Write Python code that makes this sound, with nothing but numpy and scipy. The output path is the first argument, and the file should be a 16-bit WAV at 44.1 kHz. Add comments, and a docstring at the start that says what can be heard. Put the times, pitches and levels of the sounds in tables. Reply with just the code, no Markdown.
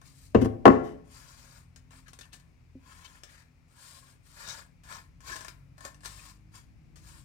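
"""A bright kitchen, stereo microphone close to the counter, a plate of toast just to its left.
A glass sugar jar is moved with a brief soft rustle and hiss, lands by the microphone, rocks, and at
0.66 s lands again with a knock that overloads; counter and glass ring, the sugar slides. From 1 s on a
knife spreads butter in stick-slip strokes. A paper wrapper crinkles at 2.07-2.4 s; then come soft bumps,
ticks of crust and short rasps of the blade. Room tone and a faint far engine lie under it all."""
import sys
import numpy as np
from scipy import signal
from scipy.fft import rfft, irfft, next_fast_len
from scipy.io import wavfile
from scipy.ndimage import map_coordinates

SR = 44100
rng = np.random.default_rng(int(sys.argv[2]) if len(sys.argv) > 2 else 0)


def store_pcm(level_fs):
    """Save levels as 16-bit WAV."""
    pcm = np.round(np.clip(level_fs, -1, 1) * 32767).astype(np.int16)
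    wavfile.write(sys.argv[1], SR, np.atleast_2d(pcm).T)


N = 319284
TIME = np.arange(N) / SR

# the jar's contacts with the counter: start_s, force_db, low_cut_hz, high_cut_hz, crack_db, ring_db
JAR_KNOCKS = [(0.3475, -0.2, 427, 418.0, -14, -12.5), (0.3493, -1.77, 143.6, 571.0, -21.5, -18.5),
              (0.3532, -6.5, 260, 294.0, -18.0, -13.0), (0.3616, -2, 25, 309.0, -55.0, -41),
              (0.371, -0.5, 21.87, 109.0, -55.0, -39), (0.384, -15.5, 69.0, 307.0, -55.5, -40.0),
              (0.4165, -9, 150, 275.0, -54.5, -29), (0.4242, -2.6, 144.4, 189.0, -55.0, -28.5),
              (0.4361, -6, 47.52, 142.0, -58.5, -39.5), (0.449, -18.5, 61, 612.0, -50.5, -30.5),
              (0.458, -12, 46.0, 461.0, -56, -34.5), (0.655, 13.0, 646, 621.0, -10, -6),
              (0.658, -2, 903, 1285.0, -8.5, -14), (0.665, 1.5, 562, 728.0, -12, -13.0),
              (0.6674, -3.5, 62.0, 268.0, -40.0, -29.5), (0.6789, 3, 282, 768.0, -16.5, -12),
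              (0.6903, 8, 182, 180.0, -45.5, -29.5), (0.7019, -8.5, 44.2, 815.0, -50.5, -33)]
# modes of jar, counter and the cabinet below: pitch_hz, level_db, t60_s, left_minus_right_db
COUNTER_MODES = [(79.6, -30.5, 0.4, 0.8), (105.7, -23, 0.28, 5.5), (128.4, -16, 0.065, -0.0),
                 (167, -23, 0.12, 5), (237.5, -20.5, 0.17, 3.5), (257.8, -17.5, 0.31, 3.5),
                 (263, -7.0, 0.107, 6.5), (296.9, -23.5, 0.11, 12.5), (347, -2.5, 0.054, -1),
                 (368.8, -5, 0.052, -2.5), (405.6, -32.5, 0.22, -9.5), (425.7, -24.5, 0.5, -1.5),
                 (433.8, -13.0, 0.135, -2.5), (519.3, -18, 0.174, 4.5), (574.3, -21, 0.093, 16.5),
                 (572.4, -38, 0.603, 3.5), (627, -14.5, 0.035, 16.5), (650, -30, 0.3, -1.5),
                 (684, -13.5, 0.067, -3.5), (770, -25.5, 0.3, 4.5), (807.2, -20.5, 0.058, -14.5),
                 (963.4, -23.5, 0.023, 19.5), (979.8, -18.5, 0.022, -10.9), (1091, -16, 0.102, 14.5),
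                 (1228, -13.0, 0.045, 1), (1390, -23, 0.031, 20.5), (1460.7, -20.5, 0.08, 3.5),
                 (1627.2, -10.5, 0.017, 11.5)]
# dense thud of worktop and cabinet: frequency_hz, level_db
THUD_SPECTRUM = [(40, -30.5), (100, -13), (250, 6), (600, 3.5), (900, -10), (1500, -5), (3000, -14.5),
                 (6000, -19.5), (15000, -22)]
# crack of glass on stone: frequency_hz, level_db
CRACK_SPECTRUM = [(500, -16), (1400, -6), (2000, 1), (2700, -4.5), (4000, -11), (6500, -18), (9000, -23),
                  (15000, -33)]
# thud and crack lean to the left: frequency_hz, left_minus_right_db
JAR_BALANCE = [(120, 9.2), (300, 2), (600, 4.6), (1100, 22), (1700, 19.0), (2600, 16), (4000, 9),
               (7000, 23), (9000, 8.3), (12000, 6)]
# ringing wall of the jar: pitch_hz, level_db, t60_s
GLASS_MODES = [(1583, -29.5, 0.041), (1990, -22.5, .036), (2413, -29.5, 0.04), (2590, -24.5, 0.035),
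               (2820, -26.5, 0.036), (3106, -33.5, 0.06), (3620, -34, 0.04), (4500, -40.5, .035)]
# two rows of soft rustle and hiss as the jar is moved, then the knife's strokes:
# start_s, press_s, glide_s, drag_db, easing_db, plate_relative_db, hiss_relative_db
RUBS = [(0.0, 0.064, 0.035, -63, -0.5, -18, 0), (0.111, 0.048, 0.11, -80, 0, -7, 16.5),
        (1.042, 0.11, 0.45, -59, 4.5, -4.5, -1.5), (1.899, 0.021, 0.0726, -60, 1, -8, -5.5),
        (2.79, 0.11, 0.28, -57.5, 3, -6.5, -7), (3.25, 0.058, 0.098, -64.5, 2.5, -6, -1.5),
        (3.68, 0.16, 0.1513, -61, 2, -1.5, 4.5), (3.99, 0.041, 0.076, -67.5, -4, -2.5, 0),
        (4.219, 0.041, 0.12, -72, -2, -3, 7), (4.3, 0.11, 0.047, -51.5, 0, -2.5, -3.5),
        (4.43, 0.064, 0.098, -48, 3.5, -4, -5), (4.837, 0.075, 0.0746, -49.5, 5, -1, -5),
        (5.218, 0.0715, 0.17, -46.5, 11, -1, -4.5), (5.771, 0.081, 0.025, -55.5, 1, 0.5, -3.5),
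        (6.021, 0.038, 0.026, -53.5, 5.5, -3.5, 5), (6.05, 0.059, 0.19, -57, 0, -5, -1.5),
        (6.518, 0.04, 0.025, -57, 4.5, -4, -0.5), (6.979, 0.096, .12, -61.5, 3, -4, 2)]
# resonances of blade, toast and plate together: pitch_hz, width_hz, level_db
PLATE_RESONANCES = [(384.6, 50, -16), (556.3, 100, -10), (692.8, 58, -4.5), (863, 59, -7.5), (1073, 61, 1),
                    (1154, 50, -4), (1371.5, 280, -8.5), (1578, 110, -5), (1723, 120, -1), (1817, 76, -3),
                    (2280, 49, -12.5), (2560, 160, -20)]
# the blade's higher resonances: pitch_hz, width_hz, level_db
BLADE_RESONANCES = [(3525, 300, -4.5), (3750, 270, -4.5), (4240, 250, -11), (5020, 1400, 1.5),
                    (5970, 610, -9), (6570, 580, -7), (7630, 500, 2.5)]
# dry rasp of the toast: frequency_hz, level_db
TOAST_SPECTRUM = [(150, -0.5), (350, -12), (700, -15.5), (1100, -1.5), (1700, -12), (2500, -6.5),
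                  (5000, -24.5)]
# hiss of breaking crumbs: frequency_hz, level_db
CRUMB_SPECTRUM = [(300, -33), (1500, -11), (2800, -7.5), (3700, -7.5), (4400, -7.5), (5400, -5.5),
                  (7500, -4.5), (9200, 0.5), (10500, -4.5), (12500, -12.5), (14200, -7), (15500, -14.5)]
# crinkles of a paper wrapper (2.07-2.4 s), then short rasps of the blade:
# centre_s, level_db, pitch_hz, width_hz, half_length_s
CRINKLES_AND_RASPS = [(2.078, -60.5, 1690, 500, 0.012), (2.213, -59, 3630, 1500, 0.005),
                      (2.234, -63, 2760, 600, 0.011), (2.333, -60, 2710, 1510, 0.0094),
                      (2.917, -59.5, 1450, 350, 0.0091), (3.057, -60.5, 2510, 2470, 0.018),
                      (3.323, -70, 1806, 402, 0.11), (4.495, -57.5, 3680, 449, 0.046),
                      (4.938, -64, 5300, 1200, 0.038), (4.505, -56, 5500, 1300, 0.033),
                      (5.316, -53.5, 1650, 159.2, 0.029), (5.335, -66, 5600, 900, 0.031),
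                      (6.195, -54, 2480, 450, 0.0036)]
# small ticks, crinkles of the paper wrapper (2.07-2.4 s), then ticks of crust:
# start_s, level_db, clack_relative_db, crumble_s
CRINKLES_AND_TICKS = [(.015, -49.5, 6.5, 0.003), (1.7605, -46, -13.5, 0.0048), (1.907, -52.5, 4.5, 0.006),
                      (1.931, -67.5, 23, 0.003), (2.081, -48, 0, 0.009), (2.132, -43.5, -6, 0.0051),
                      (2.189, -40, -13, 0.0042), (2.21, -43.5, 2, 0.0055), (2.253, -52.5, 7, 0.0047),
                      (2.3304, -44, 0, 0.016), (2.398, -54.5, 1, 0.005), (3.2348, -37, -10.5, 0.0026),
                      (4.476, -39.5, -3, 0.0075), (4.835, -53, -15, 0.025), (4.925, -36.5, 1.5, 0.0024),
                      (5.205, -54, 7, 0.013), (5.358, -35, -9, 0.0022), (5.363, -33.5, -1, 0.0034),
                      (5.408, -39, -1, 0.0047), (5.447, -40.5, 7.5, 0.0063), (5.4819, -33, -7, 0.0036),
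                      (5.78, -47.5, 4, 0.0038), (5.807, -43.5, 8, 0.0026), (5.8505, -32, 0.5, 0.003),
                      (5.8561, -47, 7, 0.002), (5.945, -47, -23, 0.0021), (6.0065, -54, 1, 0.0054),
                      (6.034, -52, 11, 0.01), (6.048, -39.5, 6, 0.0036), (6.058, -31.5, -3, 0.0027),
                      (6.958, -52.5, 5, 0.025)]
# a snap of paper or crust: frequency_hz, level_db
SNAP_SPECTRUM = [(150, -7), (500, 0), (1500, -1), (3000, -4.5), (6000, -4.5), (9000, -2), (12000, -11),
                 (15000, -13.5)]
# sugar sliding in the jar: start_s, level_db, rise_s
SUGAR_SLIDES = [(0.411, -45.5, 0.0086), (0.4438, -45.5, 0.006), (.677, -43.5, 0.0023), (0.831, -61, 0.032)]
# sugar crystals against glass: frequency_hz, level_db
SUGAR_SPECTRUM = [(500, -4.5), (1800, 10.5), (3500, -1.5), (7000, -4), (10000, -2), (12500, -11),
                  (15000, -12.5)]
# soft bumps on the counter: start_s, level_db, pitch_hz, t60_s
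SOFT_BUMPS = [(2.752, -55, 518, 0.089), (2.754, -39.5, 263.6, 0.15), (2.757, -55, 349, 0.095),
              (5.311, -49, 361, 0.11), (5.851, -45, 553, 0.13)]
# the microphone's right port lies in shadow: frequency_hz, left_minus_right_db
PORT_SHADOW = [(200, 4), (700, 4), (1200, 13), (2400, 8), (4400, 15), (6500, 16), (8200, 7.5), (9500, 1),
               (15000, 0)]
# kitchen reverberation: frequency_hz, t60_s
KITCHEN_DECAY = [(80, 0.9), (250, 0.61), (500, 0.5), (1000, 0.46), (2000, 0.49), (5000, 0.12),
                 (14000, 0.55)]
# tiles and cupboards give back mostly the midrange: frequency_hz, level_db
KITCHEN_SPECTRUM = [(100, -1.5), (240, -1.5), (420, -0.5), (660, 2.5), (1400, -0.5), (3000, 2.5),
                    (8000, -0.5)]
# likeness of diffuse sound at the two ports: frequency_hz, correlation
PORT_LIKENESS = [(60, 1), (130, 0.2), (300, 0.3), (700, 0), (15000, 0.3)]
# room tone: frequency_hz, level_db
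ROOM_SPECTRUM = [(25, -23.5), (50, 2), (80, -2), (108, -4), (135, -1), (162, -4), (195, -16.5), (260, -13),
                 (380, -23), (1700, -30.5), (2400, -25), (3200, -37.5), (5300, -36), (9000, -45),
                 (15000, -50.5)]
# slow swell of the room's rumble: time_s, level_db
RUMBLE_LEVEL = [(1.1, -59.5), (2.2, -62), (2.6, -61), (3.7, -64.5), (4.7, -60.5), (5.1, -58), (6.4, -59.5),
                (7.0, -54.5)]
# an engine far outside: time_s, firing_hz, level_db
ENGINE_COURSE = [(0, 45.9, -63), (1.3, 41, -64.5), (1.999, 42.84, -63), (3.4, 40.4, -68),
                 (4.4, 42.8, -69.5), (5.1, 42.63, -65.5), (5.8, 46.79, -61), (6.2, 49.84, -62),
                 (6.701, 53.12, -66), (7.24, 52.84, -69)]
# the engine's harmonics: multiple, level_db
ENGINE_HARMONICS = [(1, 0), (2, 2), (3, -0.5), (4, -5.5), (6, -9.5)]


def jar(thud_db=24.5, thud_t60=0.046, crack_db=4.0, rattle_db=3.0, bending_lag_s=.000535):
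    """At the microphone, each landing rings and thuds the counter; the glass cracks, rattles, rings."""
    push = 0
    for start, db, low_hz, high_hz, *_ in JAR_KNOCKS:
        blow = signal.sosfilt(butter(high_hz), clicks([start], from_db(db)))
        push = push + signal.sosfilt(butter(low_hz, "high"), blow)
    modes = sum((-1) ** k * panned(db, left_db) * ring(push, hz, t60)
                for k, (hz, db, t60, left_db) in enumerate(COUNTER_MODES))
    # bending waves are slow: they reach the right port later
    modes[1] = np.interp(TIME - bending_lag_s, TIME, modes[1])
    # the worktop bends differently under each port
    worktop = rng.standard_normal((2, SR)) * from_db(-60 * TIME[:SR] / thud_t60)
    thud = through(colour(push, THUD_SPECTRUM), unit_energy(worktop))
    starts, *_, crack_levels, ring_levels = np.transpose(JAR_KNOCKS)
    contact = from_db(crack_db) * dying_noise([(1000, 0.01)], build_s=.0002)
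    rattle = from_db(rattle_db) * dying_noise([(1000, 0.39)], build_s=.002)
    strikes = colour(clicks(starts, from_db(crack_levels)), CRACK_SPECTRUM)
    crack = lag_left(through(strikes, contact + rattle), seconds=-.0002)
    taps = clicks(starts, from_db(ring_levels))
    glass = sum(panned(db, left_db=6.5) * ring(taps, hz, t60) for hz, db, t60 in GLASS_MODES)
    return modes + ports(from_db(thud_db) * thud + crack, JAR_BALANCE) + glass


def rub_gains(touch_db=-23, press_curve=1.2, lift_db_per_s=228.5):
    """Each rub builds, glides and dies away; gives the gains of drag, plate ring and hiss."""
    gains = 0
    for start, press_s, glide_s, db, easing_db, plate_db, hiss_db in RUBS:
        age = TIME - start
        pressing = touch_db * (1 - np.clip(age / press_s, 0, 1)) ** press_curve
        gliding = easing_db * np.clip((age - press_s) / glide_s, 0, 1)
        lifting = lift_db_per_s * np.maximum(age - press_s - glide_s, 0)
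        rub = (age >= 0) * from_db(db + pressing - gliding - lifting)
        gains = np.hypot(gains, rub * from_db([[0], [plate_db], [hiss_db]]))
    return gains


def rustle_and_knife(drag, plate, hiss, toast_db=-5.5, hiss_db=0.5, blade_db=0.5):
    """Grainy friction, close left: the moved jar rustles, later the blade sticks and slips on toast."""
    judder = from_db(drift(90) - 0.04 * drift(25))
    plate_ring = resonate(judder * grains(2600, spread_db=2.0), PLATE_RESONANCES)
    plate_ring = bend(plate_ring, share=.018 * drift(14))  # wanders as the blade travels
    plate_ring = rms_one(nearby(plate_ring))
    rasp = rms_one(nearby(colour(judder * grains(2300, spread_db=2.0), TOAST_SPECTRUM)))
    crumbs = colour(judder * grains(11000, spread_db=2.0), CRUMB_SPECTRUM)
    # the blade rings only under pressure, which raises its pitch; tilting makes it wander
    pressure = drag / drag.max()
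    blade = resonate(judder * grains(8000, spread_db=3.5), BLADE_RESONANCES)
    blade = bend(blade, share=.025 * pressure + .015 * drift(7))
    fine = rms_one(nearby(crumbs + from_db(blade_db) * pressure ** .35 * blade))
    return plate * plate_ring + from_db(toast_db) * drag * rasp + from_db(hiss_db) * hiss * fine


def crinkles_and_rasps():
    """The paper wrapper crinkles, later the blade rasps: short swells of grains, each in one band."""
    swells = 0
    for centre, db, hz, width, half_s in CRINKLES_AND_RASPS:
        gain = from_db(db) * np.exp(-((TIME - centre) / half_s) ** 2)
        swells = swells + gain * rms_one(resonate(grains(3000, spread_db=4.5), [(hz, width, 0)]))
    return nearby(swells)


def crinkles_and_ticks(hiss, snap_db=10.5, clack_db=27.5, stray_db=-3):
    """Paper or crust gives way with a snap, a noise burst and a clack; stray cracks follow the hiss."""
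    starts, levels, clack_offsets, _ = np.transpose(CRINKLES_AND_TICKS)
    bursts = sum(signal.lfilter([1], [1, -np.exp(-1 / (crumble_s * SR))], clicks([start], from_db(db)))
                 for start, db, _, crumble_s in CRINKLES_AND_TICKS)
    stray = from_db(stray_db) * hiss * grains(28, spread_db=1.0)
    snap = from_db(snap_db) * (clicks(starts, from_db(levels)) + stray)
    crumble = bursts * rng.standard_normal(N)
    blows = clicks(starts, from_db(levels + clack_offsets)) + stray
    clack = from_db(clack_db) * resonate(blows, PLATE_RESONANCES)
    return nearby(colour(snap + crumble, SNAP_SPECTRUM) + clack, early_db=-2.0, early_t60=0.14)


def sugar():
    """After each jolt the grains surge against the glass and settle."""
    flow = 0
    for start, db, rise_s in SUGAR_SLIDES:
        age = np.maximum(TIME - start, 0) / rise_s
        flow = flow + from_db(db) * age * np.exp(1 - age)
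    crystals = colour(grains(9000, spread_db=2.5), SUGAR_SPECTRUM)
    return flow * rms_one(nearby(crystals))


def bumps(soft_hz=900):
    """Soft contacts with the counter wake one low mode each."""
    rings = sum(ring(clicks([start], from_db(db)), hz, t60) for start, db, hz, t60 in SOFT_BUMPS)
    return signal.sosfilt(butter(soft_hz), rings)


def room_tone(left_db=3.5, hiss_db=-61.5, split_hz=330):
    """All around the microphone, a low rumble swells slowly beside a steady faint hiss."""
    bins_hz = np.arange(N // 2 + 1) * SR / N
    white = irfft(diffuse(rfft(rng.standard_normal((2, N))), bins_hz), N)
    air = rms_one(colour(white, ROOM_SPECTRUM))
    rumble = signal.sosfiltfilt(butter(split_hz), air)
    rumble_db = np.interp(TIME, *np.transpose(RUMBLE_LEVEL))
    return panned(rumble_db, left_db) * rumble + panned(hiss_db, 2 * left_db) * (air - rumble)


def far_engine(waver_db=4.0, waver_hz=0.4):
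    """A low, distant drone comes through the windows; each harmonic swells and fades on its own."""
    times, firing_hz, levels = np.transpose(ENGINE_COURSE)
    phase = 2 * np.pi * np.cumsum(np.interp(TIME, times, firing_hz) + waver_hz * drift(5.5)) / SR
    drone = sum(from_db(db + waver_db * drift(6.2)) * np.sin(multiple * phase)
                for multiple, db in ENGINE_HARMONICS)
    return panned(np.interp(TIME, times, levels), left_db=1.0) * drone


def nearby(x, early_db=5.0, early_t60=0.041, left_lag_s=.000355):
    """Close sound plus echoes off counter, kettle and jars, which shift as the hand moves."""
    here, there = (through(x, dying_noise([(1000, early_t60)], build_s=0.00058)) for _ in range(2))
    place = drift(4)
    echoes = np.cos(place) * here + np.sin(place) * there
    return ports(lag_left(x + from_db(early_db) * echoes, left_lag_s), PORT_SHADOW)


def dying_noise(t60s, build_s):
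    """One second of stereo response: octave bands of noise build up, then die at their own rates."""
    t, tail = TIME[:SR], 0
    edges = np.geomspace(40, 17000, 10)
    for low, high in zip(edges, edges[1:]):
        hz = np.sqrt(low * high)
        band = signal.sosfilt(butter([low, high], "band"), diffuse(rng.standard_normal((2, SR)), hz))
        tail = tail + band * from_db(-60 * t / at_hz(t60s, hz))
    return unit_energy(tail * (1 - np.exp(-t / build_s)))


def diffuse(pair, hz):
    """Two unrelated signals become left and right, most alike in the bass."""
    alike = np.clip(at_hz(PORT_LIKENESS, hz), 0, 1)
    return np.sqrt((1 + alike) / 2) * pair[0] + np.sqrt((1 - alike) / 2) * pair[1] * [[1], [-1]]


def ports(pair, balance):
    """Balance the microphone's two ports, frequency by frequency."""
    return np.array([colour(pair[0], balance, .5), colour(pair[1], balance, -.5)])


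def panned(db, left_db):
    """Left and right gains, left_db apart."""
    return from_db(db + left_db * np.array([[.5], [-.5]]))


def lag_left(pair, seconds):
    """Sound reaches the left port later; if negative, earlier."""
    return np.array([map_coordinates(pair[0], [(TIME - seconds) * SR], order=3), pair[1]])


def clicks(times, gains):
    """Single impulses at the given times."""
    out = np.zeros(N)
    np.add.at(out, np.round(np.asarray(times) * SR).astype(int), gains)
    return out + 1e-18


def grains(per_s, spread_db):
    """Random clicks of uneven size."""
    sizes = from_db(spread_db * np.minimum(rng.exponential(1, N), 4)) * rng.standard_normal(N)
    return sizes * (rng.random(N) < per_s / SR)


def drift(rate):
    """A smooth random curve through `rate` points a second."""
    return map_coordinates(rng.standard_normal(4096), [TIME * rate], order=2, mode="mirror")


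def ring(x, hz, t60):
    """One mode: each click starts a dying sine."""
    radius, angle = from_db(-60 / (t60 * SR)), 2 * np.pi * hz / SR
    return signal.lfilter([0, np.sin(angle)], [1, -2 * radius * np.cos(angle), radius ** 2], x)


def resonate(x, body):
    """Broad resonances in parallel, signs alternating."""
    out = 0
    for k, (hz, width, db) in enumerate(body):
        radius = np.exp(-np.pi * width / SR)
        forward = np.array([1, 0, -1]) * (1 - radius ** 2) / 2
        feedback = [1, -2 * radius * np.cos(2 * np.pi * hz / SR), radius ** 2]
        out = out + (-1) ** k * from_db(db) * signal.lfilter(forward, feedback, x)
    return out


def bend(x, share):
    """Raise the pitch of a steady sound by a moving share."""
    return map_coordinates(x, [np.cumsum(1 + share)], order=3, mode="mirror")


def colour(x, points, power=1):
    """Filter by a smooth spectrum of frequency_hz, level_db points."""
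    size = next_fast_len(x.shape[-1] + 4096)
    gain = from_db(power * at_hz(points, np.arange(size // 2 + 1) * SR / size))
    return irfft(rfft(x, size) * gain, size)[..., :x.shape[-1]]


def butter(hz, kind="low"):
    """Sections of a gentle pass filter."""
    return signal.butter(2, hz, kind, fs=SR, output="sos")


def through(x, response):
    """Convolve with a stereo response."""
    return signal.fftconvolve(np.atleast_2d(x), response, axes=1)[:, :N]


def at_hz(points, hz):
    """Read a table on a log-frequency axis."""
    frequencies, values = np.transpose(points)
    return np.interp(np.log(np.maximum(hz, 1)), np.log(frequencies), values)


def unit_energy(pair):
    """Scale to a mean energy of 1 per channel."""
    return pair / np.sqrt(np.sum(pair ** 2) / 2)


def rms_one(x):
    """Scale so that the middle of the stereo image has rms 1."""
    return x / np.sqrt(np.mean(np.atleast_2d(x).mean(0) ** 2) + 1e-20)


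def from_db(db):
    """Decibels to gain."""
    return 10 ** (np.asarray(db) / 20)


def scene(jar_wet_db=-14.0, rubbing_wet_db=-31.5, tick_wet_db=-13.5):
    """The close sources, each with its share of kitchen reverberation, over room tone and engine."""
    drag, plate, hiss = rub_gains()
    knocks = jar() + bumps()
    rubbing = rustle_and_knife(drag, plate, hiss) + crinkles_and_rasps()
    crackle = crinkles_and_ticks(hiss) + sugar()
    send = (from_db(jar_wet_db) * knocks + from_db(rubbing_wet_db) * rubbing
            + from_db(tick_wet_db) * crackle)
    kitchen = through(colour(send, KITCHEN_SPECTRUM), dying_noise(KITCHEN_DECAY, build_s=0.006))
    return knocks + rubbing + crackle + kitchen + room_tone() + far_engine()


def record(dry, ceiling=.98, cutoff_hz=15900):
    """The hardest knock overloads with flat tops; a steep filter cuts the highest treble."""
    clipped = np.clip(dry, -ceiling, ceiling)
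    return signal.sosfilt(signal.ellip(10, .1, 70, cutoff_hz, fs=SR, output="sos"), clipped)


dry = scene()
out = record(dry)
store_pcm(out)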